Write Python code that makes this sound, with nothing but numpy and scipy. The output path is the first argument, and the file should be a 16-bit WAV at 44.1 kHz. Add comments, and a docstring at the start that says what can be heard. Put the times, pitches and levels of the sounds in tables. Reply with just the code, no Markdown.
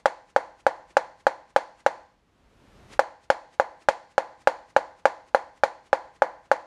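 """A brief hiss runs into a sharp knock: a rubber dead-blow hammer is tapping a bearing along a steel
shaft into an aluminium housing, seven blows, a pause, then thirteen more. Loose shot in the hammer's
head slides back on each swing and crashes forward on impact. Each blow excites damped modes of hammer,
shaft and housing; the bench rings and a small workshop reverberates. A limiter holds the blows near
full scale and lets the room noise swell in the pause."""
import sys
import numpy as np
from scipy import signal
from scipy.fft import rfft, irfft, next_fast_len
from scipy.io import wavfile
from scipy.ndimage import uniform_filter1d, minimum_filter1d

SR = 44100
rng = np.random.default_rng(int(sys.argv[2]) if len(sys.argv) > 2 else 0)


def output_pcm(signal):
    """Save a mono or channel-first signal as 16-bit PCM at the path in sys.argv[1].

    Samples are clipped to [-1, 1] before scaling.
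    """
    pcm = np.clip(np.atleast_2d(signal).T, -1, 1) * 32767
    wavfile.write(sys.argv[1], SR, np.round(pcm).astype(np.int16))


N = 293868

# Spectrum of the steady workshop noise: frequency_hz, density_db
AIR_SPECTRUM = [(20, -4), (45, 3.5), (100, -2.5), (250, -6.5), (1000, -15), (3000, -23.5), (7000, -33),
                (12500, -42.5), (15500, -62)]
# Spectrum of shot sliding inside the head: frequency_hz, density_db
SLIDE_SPECTRUM = [(100, -6.5), (300, 1), (1200, -2.5), (2000, -1.5), (3500, -8.5), (7000, -12),
                  (10000, -18.5), (15000, -47)]
# Hammer blows, with sharpness relative to an average blow: start_s, sharpness_db
BLOWS = [(0.0574, 2.5), (0.3625, -1), (0.666, -3), (0.9686, 0.9), (1.2677, 0.5), (1.5622, 4.5), (1.8633, 1),
         (2.993, 1.6), (3.3017, 3.5), (3.5981, -2.5), (3.8866, 4.5), (4.18, -1.5), (4.473, 1),
         (4.7643, -0.7), (5.0549, 0.1), (5.347, -1.4), (5.6355, 1.4), (5.9298, -2), (6.2206, -5),
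         (6.5151, -1)]
# Hand-damped modes of hammer, shaft and housing: pitch_hz, level_db, t60_s
BODY_MODES = [(437.8, -20.5, 0.032), (529.6, -5.0, 0.027), (605, 2.5, 0.012), (570, 3.0, 0.0071),
              (829.5, -6, 0.032), (1241, -10.5, 0.018), (1267, 4, 0.005), (1711, 3.5, 0.0037),
              (1904, -9.5, 0.0075)]
# Spectrum of shot striking the hammer's face: frequency_hz, density_db
CRASH_SPECTRUM = [(300, -23.5), (1200, -1.5), (2200, 0), (2800, -7), (3350, -7.5), (3700, -10.5),
                  (4300, -6.5), (5000, -12.5), (7100, -13.5), (8000, -21), (9200, -20.5), (10300, -26),
                  (11500, -36), (13500, -39), (15500, -56)]
# Faint modes of the steel shaft and bearing: pitch_hz, level_db
STEEL_MODES = [(3913, -5), (4182, -3.5), (4302, 1), (4485, -5), (4560, -3.5), (7077, -9)]
# Lingering resonances of bench and room: pitch_hz, level_db
BENCH_MODES = [(305, -19.5), (512, -3.5), (560, -6), (616, -5), (638, -7), (708, -5), (778, -6.5), (816, 1),
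               (853, 0.5), (912, -5.5), (985, -7), (1009, -1.5), (1071, -9.5), (1160, -15.5)]
# Spectrum of the knock as the room returns it: frequency_hz, density_db
ECHO_SPECTRUM = [(150, -35.5), (220, -21), (310, -8), (430, -13.5), (500, 2), (700, -2), (840, 1),
                 (1000, -1.5), (1300, -13.5), (1600, -7), (2050, -15), (2900, -41.5), (6000, -68)]
# Reverberation time of the workshop: frequency_hz, t60_s
REVERB_TIMES = [(200, 0.33), (400, 0.42), (520, 0.43), (2000, 0.48), (5000, 0.67), (9000, 0.54),
                (14000, 0.19)]


def amp(db):
    """Amplitude grows tenfold for every 20 dB."""
    return 10 ** (np.asarray(db) / 20)


def unit_energy(x):
    """Normalisation: the squared samples sum to 1."""
    return x / np.sqrt(np.sum(x ** 2) + 1e-20)


def curve_at(points, hz):
    """Interpolation of (frequency_hz, value) points on a logarithmic frequency axis."""
    frequencies, values = np.transpose(points)
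    return np.interp(np.log(hz + 1), np.log(frequencies), values)


def noise(spectrum, size):
    """Spectral shaping turns white noise into coloured noise of rms 1."""
    gain = amp(curve_at(spectrum, np.fft.rfftfreq(size, 1 / SR)))
    white = rfft(rng.standard_normal(size))
    return unit_energy(irfft(white * gain, size)) * np.sqrt(size)


def decay(t, t60_s):
    """Exponential decay: a free vibration loses 60 dB in t60_s."""
    return amp(-60 * t / t60_s)


def add(track, start_s, sound):
    """Superposition: a sound adds to the track from start_s, trimmed at both ends."""
    start = round(start_s * SR)
    part = sound[max(-start, 0):max(N - start, 0)]
    track[max(start, 0):][:len(part)] += part


def workshop_noise():
    """Stationary noise: a constant spectrum, strongest in the bass, lies under the scene."""
    return noise(AIR_SPECTRUM, N)


def shot_slides():
    """Inertia: as the hammer accelerates, the shot slides to the back of its head and hisses."""
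    lead_s, rise_s, fall_s = 0.058, 0.022, 0.014  # the hiss peaks lead_s before the blow
    jitter_s, scatter_db = 0.0019, 2  # no two swings are quite alike
    t = np.arange(round(0.2 * SR)) / SR - 0.1
    swell = np.exp(-np.abs(t) / np.where(t < 0, rise_s, fall_s))
    track = np.zeros(N)
    for blow_s, _ in BLOWS:
        lateness, strength = rng.standard_normal(2)
        hiss = amp(scatter_db * strength) * swell * noise(SLIDE_SPECTRUM, len(t))
        add(track, blow_s - lead_s + jitter_s * lateness + t[0], hiss)
    return track


def housing_knock(t, hardness_db, detune, scatter_db, rubber_hz):
    """Modal vibration: an impact excites damped sinusoids, and harder contact favours the high ones."""
    hz, db, t60_s = np.transpose(BODY_MODES)[:, :, None]
    polarity = -(-1) ** np.arange(len(BODY_MODES))[:, None]  # starting sign alternates by table row
    grip = 1 + detune * rng.standard_normal()  # the hand never holds quite the same way
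    tilt_db = hardness_db * np.minimum(hz / 1500, 1)
    level_db = db + tilt_db + scatter_db * rng.standard_normal(hz.shape)
    modes = polarity * amp(level_db) * decay(t, t60_s) * np.sin(2 * np.pi * hz * grip * t)
    soft_face = signal.butter(2, rubber_hz, fs=SR, output="sos")  # rubber rounds the attack
    return signal.sosfilt(soft_face, modes.sum(axis=0))


def shot_crash(t, t60_s, rise_s):
    """Inelastic collision: the shot hits the hammer's face in one burst of noise."""
    onset = 1 - np.exp(-t / rise_s)
    return unit_energy(noise(CRASH_SPECTRUM, len(t)) * decay(t, t60_s) * onset)


def resonance(t, modes, t60_s, rise_s):
    """Resonance: lightly damped modes build up after a blow and ring on at their own pitches."""
    tones = sum(amp(db) * np.sin(2 * np.pi * (hz * t + rng.random())) for hz, db in modes)
    onset = 1 - np.exp(-t / rise_s)
    return unit_energy(tones * decay(t, t60_s) * onset)


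def reverb(t, spectrum, early_db, early_t60_s, rise_s):
    """Reverberation: early reflections from bench and shelves give way to a diffuse tail."""
    hz, times, bands = signal.stft(noise(spectrum, len(t)), SR, nperseg=256)
    early = amp(early_db) * decay(times, early_t60_s)
    diffuse = decay(times, curve_at(REVERB_TIMES, hz)[:, None])
    reflections = signal.istft(bands * (diffuse + early), SR, nperseg=256)[1][:len(t)]
    onset = 1 - np.exp(-(t / rise_s) ** 2)
    return unit_energy(reflections * onset)


def hammer_blows():
    """Impact excitation: a sharper blow brightens the knock and throws the shot harder."""
    beat_s = 0.302
    hardness_slope, crash_slope, settle_slope = 0.22, 1.07, 0.71  # dB per dB of sharpness
    t = np.arange(round(0.6 * SR)) / SR
    # Every blow lands on the same spot, so most of the room's answer repeats.
    echo = amp(1.5) * reverb(t, ECHO_SPECTRUM, early_db=9, early_t60_s=0.1, rise_s=0.0056)
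    bench = amp(-8.5) * resonance(t, BENCH_MODES, t60_s=0.44, rise_s=0.032)
    track = np.zeros(N)
    earlier_blow = (BLOWS[0][0] - beat_s, 0)  # the tapping is already under way
    for start_s, sharpness_db in [earlier_blow, *BLOWS]:
        hardness_db = hardness_slope * sharpness_db
        knock = housing_knock(t, hardness_db, detune=0.011, scatter_db=0.35, rubber_hz=4370)
        varying_echo = amp(-6.5) * reverb(t, ECHO_SPECTRUM, early_db=10.5, early_t60_s=0.16,
                                          rise_s=0.0025)
        crash = amp(-4 + crash_slope * sharpness_db) * shot_crash(t, t60_s=0.032, rise_s=0.00047)
        crash_echo = amp(-11) * reverb(t, CRASH_SPECTRUM, early_db=13.5, early_t60_s=0.11, rise_s=0.005)
        steel = amp(-28.5) * resonance(t, STEEL_MODES, t60_s=0.4, rise_s=0.003)
        settling = amp(settle_slope * sharpness_db) * (crash_echo + steel)
        add(track, start_s, knock + crash + settling + echo + varying_echo + bench)
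    return track


def scene():
    """Sound pressures add: the blows stand far above the sliding shot and the workshop noise."""
    hammer = amp(13.5) * hammer_blows() + amp(-45) * shot_slides()
    return (hammer + amp(-53) * workshop_noise())[None]


def limiter(x, hold_s, release_db_per_s):
    """Peak limiting: the gain drops ahead of a peak over full scale, holds, then climbs back."""
    ahead, held = round(0.012 * SR), round(hold_s * SR)
    allowed_db = np.minimum(-20 * np.log10(np.abs(x) + 1e-9), 0)
    allowed_db[0] = allowed_db.min()  # the gain starts low, as in mid-tapping
    window = ahead + held
    held_db = minimum_filter1d(allowed_db, window, origin=held - window // 2, mode="nearest")
    climb_db = release_db_per_s * np.arange(N) / SR
    gain_db = np.minimum.accumulate(held_db - climb_db) + climb_db
    return x * amp(uniform_filter1d(gain_db, size=128))


def record(dry):
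    """Band limiting: the deepest bass is cut before the limiter, the highest treble after it."""
    low_cut_hz, high_cut_hz = 38, 15400
    highpass = signal.butter(2, low_cut_hz, "highpass", fs=SR, output="sos")
    limited = limiter(signal.sosfilt(highpass, dry[0]), hold_s=0.37, release_db_per_s=24)
    size = next_fast_len(N + SR)
    passband = np.fft.rfftfreq(size, 1 / SR) < high_cut_hz
    return irfft(rfft(limited, size) * passband, size)[None, :N]


dry = scene()
out = record(dry)
output_pcm(out)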